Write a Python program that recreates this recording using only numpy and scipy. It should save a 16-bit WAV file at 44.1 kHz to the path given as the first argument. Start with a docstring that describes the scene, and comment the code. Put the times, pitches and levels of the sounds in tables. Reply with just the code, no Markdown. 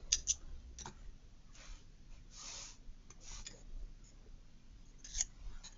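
"""Two quick, bright rips: fingers tear a small scrap from a glossy magazine page for a collage.
Each rip is a run of breaking fibres with a few sharp snaps. The scrap scuffs the sheet, a fingertip
knocks on the wooden table and rubs the paper flat, and near five seconds a second scrap is torn off.
Underneath lie a brushing wool sleeve, the air and rumble of a small room and a low drone that soon
dies away, all heard through a narrow-band microphone."""
import sys
import numpy as np
from scipy import signal
from scipy.io import wavfile
from scipy.ndimage import uniform_filter1d

SR = 44100
rng = np.random.default_rng(int(sys.argv[2]) if len(sys.argv) > 2 else 0)


def generate_wav(signal):
    """Clip the signal to [-1, 1] and save it as 16-bit WAV at the path in sys.argv[1]."""
    frames = np.transpose(np.atleast_2d(signal))
    scaled = np.clip(frames, -1, 1) * 32767
    pcm = np.round(scaled).astype(np.int16)
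    wavfile.write(sys.argv[1], SR, pcm)


N = 254611
TIME = np.arange(N) / SR

# tone of the room air (frequency [Hz], level [dB])
AIR_SPECTRUM = [(41, -22.5), (70, -7), (90, -4.5), (259, -11.5), (405, -28), (502, -28.5), (727, -32),
                (1050, -31), (1550, -33), (2120, -31.5), (5210, -32), (6210, -29), (7400, -40),
                (9620, -75.5), (16300, -120)]
# tone of the low rumble (frequency [Hz], level [dB])
RUMBLE_SPECTRUM = [(8.8, -32), (15, 2.5), (29, 4), (76, -24), (110, -24), (140, -46.5), (240, -120)]
# swells of the rumble (middle [s], length [s], level [dB])
RUMBLE_SWELLS = [(0.14, .3, -46.5), (0.51, 0.22, -46), (1.07, .18, -48), (1.72, 0.1, -47.5),
                 (2.16, 0.19, -50), (2.91, 0.093, -45.5), (3.35, 0.26, -47.5), (3.79, 0.34, -44.5),
                 (4.32, 0.087, -50.5), (4.74, 0.11, -54.5), (5.18, 0.2, -43.5), (5.5, 0.25, -44)]
# reverb time of the small room (frequency [Hz], t60 [s])
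ROOM_DECAY = [(150, .3), (1000, 0.24), (1750, 0.29), (3500, 0.17), (7000, .25)]
# hands and sleeve moving over the table (middle [s], length [s], wool level [dB], swish level [dB])
SLEEVE_MOVES = [(0.07, 0.7, -66.5, -72), (0.48, 0.49, -71, -70.5), (1.01, 0.27, -73.5, -68.5),
                (1.68, 0.33, -85.5, -74.5), (2.55, 0.31, -69, -74), (3.22, 0.16, -71.5, -83),
                (3.55, 0.19, -64, -78), (3.80, 0.31, -68.5, -85), (4.2, 0.33, -72.5, -88),
                (5.55, 0.66, -76.5, -66)]
# soft, hollow brush of wool (frequency [Hz], level [dB])
WOOL_SPECTRUM = [(80, -8.5), (135, 6), (190, -1.5), (280, 0.5), (450, -1), (700, -7), (1100, -19),
                 (3000, -32.5)]
# dry swish of skin and paper (frequency [Hz], level [dB])
SWISH_SPECTRUM = [(400, -19.5), (900, -0.5), (1400, 0), (2300, -5), (4000, -6.5), (7000, -8)]
# finger rubbing the scrap flat
# (start [s], end [s], firmest point [0-1], hiss steepness [exponent], hiss level [dB], body level [dB])
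FINGER_STROKES = [(1.514, 1.876, 0.28, 1.18, -62.5, -61.5), (2.081, 2.212, 0.48, 1.23, -73.5, -70.5),
                  (2.285, 2.793, 0.46, 1.44, -48.5, -57), (3.201, 3.438, 0.67, 0.7, -54.5, -60)]
# hiss of skin on paper (frequency [Hz], level [dB])
SKIN_SPECTRUM = [(2060, -40.5), (3500, -6.5), (4200, -2), (4340, -3), (4700, -1.5), (6150, 5), (6950, 2.5),
                 (7260, -3), (7400, -46), (9620, -36), (16300, -120)]
# body of the pressed sheet (frequency [Hz], level [dB])
SHEET_SPECTRUM = [(180, -28.5), (300, -4.5), (328, -27), (483, -7), (832, -5.5), (911, -1), (1010, -2.5),
                  (1130, -1), (1380, -2), (1780, -6), (2390, 1), (3030, -3), (4500, -8), (5850, -58),
                  (9900, -120)]
# fingertip and nail on the table (time [s], peak [dB], wood ring against skin slap [dB])
FINGER_KNOCKS = [(0.809, -46, 14), (0.8561, -35, -7.5), (0.8680, -37.5, -6.5), (0.8785, -44, 8),
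                 (3.104, -50, -5), (3.183, -64, 4.5), (3.314, -49.5, -2), (3.395, -48, -3),
                 (3.511, -54, 11), (3.583, -64, -6.5)]
# modes of the table top (frequency [Hz], level [dB], t60 [s])
WOOD_MODES = [(136, 10.5, 0.12), (207.8, 2.5, 0.23), (343.4, 1.5, 0.13), (437, 1, 0.056), (856, -2, 0.13),
              (984, -7.5, 0.065), (1230, -3, 0.053), (1335, -22, 0.059), (1574, -2.5, 0.11),
              (2430, -10, 0.11)]
# a paper edge dragged over the sheet
# (start [s], end [s], level [dB], low ring [Hz], its lift [dB], high ring [Hz], its lift [dB])
EDGE_SCUFFS = [(0.272, 0.28, -41.5, 4500, 1.5, 6330, 28.5), (0.783, 0.827, -51, 3890, 8.5, 5880, 11.5),
               (0.846, 0.894, -57.5, 3920, -3, 6500, -2), (3.102, 3.118, -59, 2170, 4, 6220, 8),
               (3.451, 3.475, -55, 1940, -3, 5000, 8), (3.465, 3.475, -45, 3630, 11.5, 6840, 11.5),
               (3.503, 3.530, -62.5, 1930, 11, 5040, 7), (3.525, 3.625, -67, 2070, 1, 6720, 13),
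               (4.037, 4.108, -66, 5350, 8, 6740, 13.5), (4.852, 4.916, -73, 4290, 6, 6540, 17),
               (4.982, 5.017, -67.5, 1640, 5.5, 6280, 23), (5.041, 5.078, -54.5, 5140, 9, 6160, 13.5),
               (5.208, 5.211, -43, 2060, 1, 2900, 12), (5.635, 5.684, -52.5, 4000, 11, 6600, 6.5),
               (5.724, 5.731, -60, 4070, -2, 6500, 15)]
# fibre bundles and creases popping (time [s], peak [dB], body below 4.5 kHz [dB], spray decay [s])
FIBRE_SNAPS = [(0.1088, -49, 1, 0.001), (0.1214, -24, -3, 0.00059), (0.1283, -12.5, 5, 0.0006),
               (0.1293, -12.5, -9.5, 0.001), (0.1416, -26.5, 2, .0008), (0.2860, -28, -21, .0012),
               (0.2994, -24.5, -20, .001), (0.3055, -26, -4, 0.00076), (0.3072, -21.5, -20.5, 0.00087),
               (0.31, -24.5, -2, 0.00091), (0.3176, -28, -11, 0.00079), (0.786, -39, 0, .0024),
               (0.808, -37.5, 4.5, 0.0017), (0.8574, -38.5, 3.5, 0.0024), (1.552, -48.5, -10, .005),
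               (2.335, -52, -1.5, 0.0037), (3.104, -47.5, -11.5, .0029), (3.511, -47, 2, .0011),
               (5.045, -42.5, -1.5, 0.0068), (5.1205, -45, 11, .002), (5.1863, -31, 0, 0.00076),
               (5.209, -26, -9, 0.0032), (5.2122, -25, -28, .001)]
# bending modes of a taut scrap (frequency [Hz], level [dB], t60 [s])
PAPER_MODES = [(2820, -13, 0.0081), (3550, -3, 0.01), (4930, -3, 0.0089), (6264, 0, 0.0091),
               (6414, -10, 0.013), (7044, -13, 0.00887)]
# rips, one list per pull on the paper (start [s], rise [s], hold [s], release [s], level [dB])
PULLS = [
    [(0.117, 0.012, 0.02, .024, -33), (0.170, 0.011, .004, 0.068, -49)],
    [(0.277, 0.02, 0.013, 0.025, -32.5), (0.322, .006, .01, 0.049, -54)],
    [(5.060, 0.034, 0.023, .05, -54.5), (5.105, 0.047, .02, .03, -44.5)],
    [(5.170, .012, 0.029, .012, -39), (5.203, 0.0052, 0.0033, 0.0059, -27.5),
     (5.208, 0.0076, .009, 0.0057, -41.5)],
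]
# tone of the held scrap, one list per pull (frequency [Hz], level [dB])
SCRAP_SPECTRA = [
    [(530, -67), (900, -43), (1310, -20.5), (1510, -24.5), (1700, -13), (2290, -31), (2780, -13),
     (3010, -20), (3920, -9.5), (4600, -15.5), (4890, -3), (5480, -13), (5990, 6), (6660, -6.5),
     (7400, -17), (9620, -48.5), (16300, -120)],
    [(710, -59), (1200, -44.5), (2240, -28.5), (2570, -33), (2710, -17), (3060, -7.5), (3280, -9),
     (3460, -13), (5290, -15.5), (5540, -4), (6160, 1), (6550, -1.5), (7400, -12), (9620, -37),
     (16300, -120)],
    [(530, -58), (900, -16.5), (1330, -33), (1670, -8.5), (2190, -14), (2440, -31), (3170, -13), (3440, -1),
     (4030, -3.5), (4440, -9), (4850, -6.5), (6370, 5), (7400, -11.5), (9620, -49), (16300, -120)],
    [(240, -74), (400, -38), (693, -18), (1280, -29), (1800, -18), (1960, -19.5), (2210, -10.5),
     (2560, -25), (2890, -11.5), (3470, -10.5), (3780, -30), (4270, -8.5), (5390, -11.5), (6630, 4.5),
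     (7400, -7), (9620, -41), (16300, -120)],
]


def gain_of(db):
    """Decibels to amplitude."""
    return 10 ** (np.asarray(db) / 20)


def unit_rms(x):
    """Scales a signal to rms 1."""
    return x / np.sqrt(np.mean(x ** 2) + 1e-20)


def curve_at(points, hz):
    """Reads a (frequency, value) curve on a log-frequency axis."""
    freqs, values = np.transpose(points)
    return np.interp(np.log(hz + 1), np.log(freqs + 1), values)


def arch(start, end, crest=0.5):
    """A fade from 0 up to 1 and back, peaking at the share `crest` of its span."""
    top = start + crest * (end - start)
    return np.sin(np.pi / 2 * np.interp(TIME, [start, top, end], [0, 1, 0]))


def swells(rows, rest_db, column=2):
    """Gain of smooth swells (middle, length, levels...) over a resting level; their powers add."""
    power = sum((gain_of(row[column]) * arch(row[0] - row[1] / 2, row[0] + row[1] / 2)) ** 2
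                for row in rows)
    return np.sqrt(gain_of(rest_db) ** 2 + power)


def add(mix, start, sound):
    """Lays a sound into the mix at `start` seconds."""
    part = mix[round(start * SR):][:len(sound)]
    part += sound[:len(part)]


def colour(x, spectrum, size=4096):
    """Minimum-phase EQ that gives x the spectrum's shape, at rms 1."""
    db = np.maximum(curve_at(spectrum, abs(np.fft.fftfreq(size, 1 / SR))), -100)
    response = np.exp(np.conj(signal.hilbert(np.log(gain_of(db)))))
    taps = np.fft.ifft(response).real[:size // 2]
    return unit_rms(signal.oaconvolve(x, taps)[:len(x)])


def resonate(x, hz, width_hz, passes=1):
    """A two-pole resonance of gain 1; more passes steepen its skirts."""
    for _ in range(passes):
        x = signal.lfilter(*signal.iirpeak(hz, hz / width_hz, SR), x)
    return x


def crackle(per_s, spread_db):
    """Random clicks of either sign, most small and a few large."""
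    sizes = gain_of(spread_db * np.minimum(rng.exponential(1, N), 3))
    signs = rng.choice([-1, 1], N)
    return unit_rms(sizes * signs * (rng.random(N) < per_s / SR))


def steadied(x, samples):
    """Keeps the grain but holds the short-term power at 1."""
    return x / np.sqrt(abs(uniform_filter1d(x ** 2, samples)) + 1e-6)


def shifting(x, depth_db, width_hz, hold_s):
    """Resonances that come and go as the point of contact moves."""
    frame, hop = 1024, 256
    bands = signal.stft(x, SR, nperseg=frame, noverlap=frame - hop)[2]
    patches = rng.standard_normal(bands.shape)
    patches = uniform_filter1d(patches, round(width_hz * frame / SR), axis=0)
    patches = uniform_filter1d(patches, round(hold_s * SR / hop), axis=1)
    bands *= gain_of(depth_db * unit_rms(patches))
    return unit_rms(signal.istft(bands, SR, nperseg=frame, noverlap=frame - hop)[1][:len(x)])


def background():
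    """Room air, a lumpy rumble and a low, wavering drone that stops early and dies away."""
    drone_hz, drone_stop_s, fade_db_per_s = 61.95, 0.82, 67
    air = gain_of(-66.5) * colour(rng.standard_normal(N), AIR_SPECTRUM)
    rumble = colour(rng.standard_normal(N), RUMBLE_SPECTRUM, size=32768)
    rumble = steadied(rumble, samples=4000) * swells(RUMBLE_SWELLS, rest_db=-57)
    drone = resonate(rng.standard_normal(N), drone_hz, width_hz=6.6, passes=2)
    drone_db = -55.5 - fade_db_per_s * np.maximum(TIME - drone_stop_s, 0)
    return air + rumble + gain_of(drone_db) * steadied(drone, samples=9000)


def room(x):
    """Sparse reflections from table and walls, each band dying at its own speed."""
    echoes_per_s, predelay_s = 3000, 0.004
    t = TIME[:SR // 2]
    echoes = rng.choice([-1., 1.], len(t)) * (rng.random(len(t)) < echoes_per_s / SR) * (t > predelay_s)
    echoes *= 1 + 3 * np.exp(-t / 0.023)  # near surfaces answer first and loudest
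    hz, age, bands = signal.stft(echoes, SR, nperseg=256)
    bands *= gain_of(-60 * age / curve_at(ROOM_DECAY, hz)[:, None])
    tail = signal.istft(bands, SR, nperseg=256)[1]
    return signal.fftconvolve(x, tail / np.linalg.norm(tail))[:N]


def sleeve():
    """Wool brushes the table, skin and paper add a drier swish; the hands are never quite still."""
    wool = colour(crackle(per_s=750, spread_db=2), WOOL_SPECTRUM)
    wool = shifting(wool, depth_db=4.5, width_hz=90, hold_s=0.05)
    swish = colour(crackle(per_s=1600, spread_db=1), SWISH_SPECTRUM)
    swish = shifting(swish, depth_db=5.5, width_hz=170, hold_s=0.08)
    return (wool * swells(SLEEVE_MOVES, rest_db=-76, column=2)
            + swish * swells(SLEEVE_MOVES, rest_db=-78, column=3))


def strokes():
    """Skin slides over paper: countless tiny slips hiss, and the pressed sheet adds a lower body."""
    body_steepness = 1.63
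    hiss = colour(crackle(per_s=7000, spread_db=3.5), SKIN_SPECTRUM)
    hiss = shifting(hiss, depth_db=2.5, width_hz=160, hold_s=0.098)
    body = colour(crackle(per_s=4000, spread_db=4.5), SHEET_SPECTRUM)
    body = shifting(body, depth_db=4, width_hz=170, hold_s=0.067)
    out = np.zeros(N)
    for start, end, crest, hiss_steepness, hiss_db, body_db in FINGER_STROKES:
        pressure = arch(start, end, crest)
        out += gain_of(hiss_db) * pressure ** hiss_steepness * hiss
        out += gain_of(body_db) * pressure ** body_steepness * body
    return out


def knocks():
    """A fingertip slaps the table top, which rings briefly, damped by the resting hands."""
    slap_eq = [(150, -18.5), (380, 0), (580, -20), (900, 8), (1100, 4), (1500, -5.5),
               (2000, -23.5), (6000, -31)]
    out, t = np.zeros(N), TIME[:SR // 4]
    for start, peak_db, ring_db in FINGER_KNOCKS:
        ring = sum(gain_of(db - 60 * t / t60) * np.sin(2 * np.pi * (hz * t + rng.random()))
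                   for hz, db, t60 in WOOD_MODES)
        slap = colour(rng.standard_normal(len(t)) * np.exp(-t / 0.0015), slap_eq)
        knock = gain_of(ring_db) * unit_rms(ring) + slap
        knock *= 1 - np.exp(-t / 0.0015)  # the finger pad cushions the attack
        add(out, start, gain_of(peak_db) * knock / abs(knock).max())
    return out


def cupped_hands(x):
    """The hollow between fingers and palm rings along with the paper held in it."""
    return x + gain_of(2.5) * resonate(x, hz=1734, width_hz=90)


def scuffs():
    """The edge of a scrap catches and slips; its free part rings at two pitches."""
    edge_eq = [(200, -6.5), (1200, -10.5), (2000, -4), (4000, -1.5), (7200, 3), (8000, -43)]
    grain = colour(crackle(per_s=3500, spread_db=2.5), edge_eq)
    grain = shifting(grain, depth_db=2.5, width_hz=170, hold_s=0.08)
    out = np.zeros(N)
    for start, end, db, low_hz, low_db, high_hz, high_db in EDGE_SCUFFS:
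        samples = max(round((end - start) * SR), 200)
        slips = grain[round(start * SR):][:samples]
        ring = sum(gain_of(lift_db) * resonate(slips, hz, width_hz=570, passes=2)
                   for hz, lift_db in [(low_hz, low_db), (high_hz, high_db)])
        fades = signal.windows.tukey(len(slips), 0.2)
        add(out, start, gain_of(db) * unit_rms(slips + ring) * fades)
    return out


def snaps():
    """A fibre bundle lets go: the scrap's modes ring, with a short spray of single fibres."""
    spray_eq = [(2000, -17.5), (3000, -0.5), (5300, -7), (6300, 9), (7200, -5), (8000, -46)]
    out, t = np.zeros(N), TIME[:2048]
    for start, peak_db, body_db, decay_s in FIBRE_SNAPS:
        ring = np.zeros(len(t))
        for hz, db, t60 in PAPER_MODES:
            detuned_hz = hz * (1 + 0.008 * rng.standard_normal())
            ring += gain_of(db - 60 * t / t60) * np.sin(2 * np.pi * (detuned_hz * t + rng.random()))
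        spray = colour(rng.standard_normal(len(t)) * np.exp(-t / decay_s), spray_eq)
        snap_eq = [(700, body_db - 21.5), (2400, body_db - 5), (4000, body_db),
                   (5500, 3), (7300, 1), (8000, -30)]
        snap = colour(unit_rms(ring) + 0.63 * spray, snap_eq)
        snap *= 1 - np.exp(-t / (0.5 * decay_s))  # a slower break also starts more softly
        add(out, start, gain_of(peak_db) * snap / abs(snap).max())
    return out


def rip_envelope(start, rise, hold, release, db):
    """The pull builds, the paper runs, and the tension lets go."""
    ramp_db = 24  # climbed during the rise, lost again during the release
    building = np.maximum(1 - (TIME - start) / rise, 0)
    letting_go = np.maximum(TIME - start - rise - hold, 0) / release
    return gain_of(db - ramp_db * np.minimum(building + letting_go, 10))


def tears():
    """Fibres break one after another and ring the scrap, harder as the pull grows."""
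    out = np.zeros(N)
    for rips, spectrum in zip(PULLS, SCRAP_SPECTRA):
        fibres = colour(crackle(per_s=3000, spread_db=3.5), spectrum)
        fibres = shifting(fibres, depth_db=2, width_hz=200, hold_s=0.082)
        force = np.max([rip_envelope(*rip) for rip in rips], axis=0)
        out += force * steadied(fibres, samples=300)
    return out


def scene():
    """Mono mix: the tearing is close and fairly dry, the table work further off with more room."""
    near = tears() + cupped_hands(snaps())
    far = cupped_hands(scuffs()) + knocks() + strokes()
    reverb = room(gain_of(-15) * near + gain_of(-6.5) * far)
    return (near + far + reverb + sleeve() + background())[None]


def record(dry):
    """The narrow-band microphone cuts the top end steeply."""
    cutoff_hz = 7310
    lowpass = signal.firwin(401, cutoff_hz, window=("kaiser", 8), fs=SR)
    return signal.oaconvolve(dry, lowpass[None], "same")


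dry = scene()
out = record(dry)
generate_wav(out)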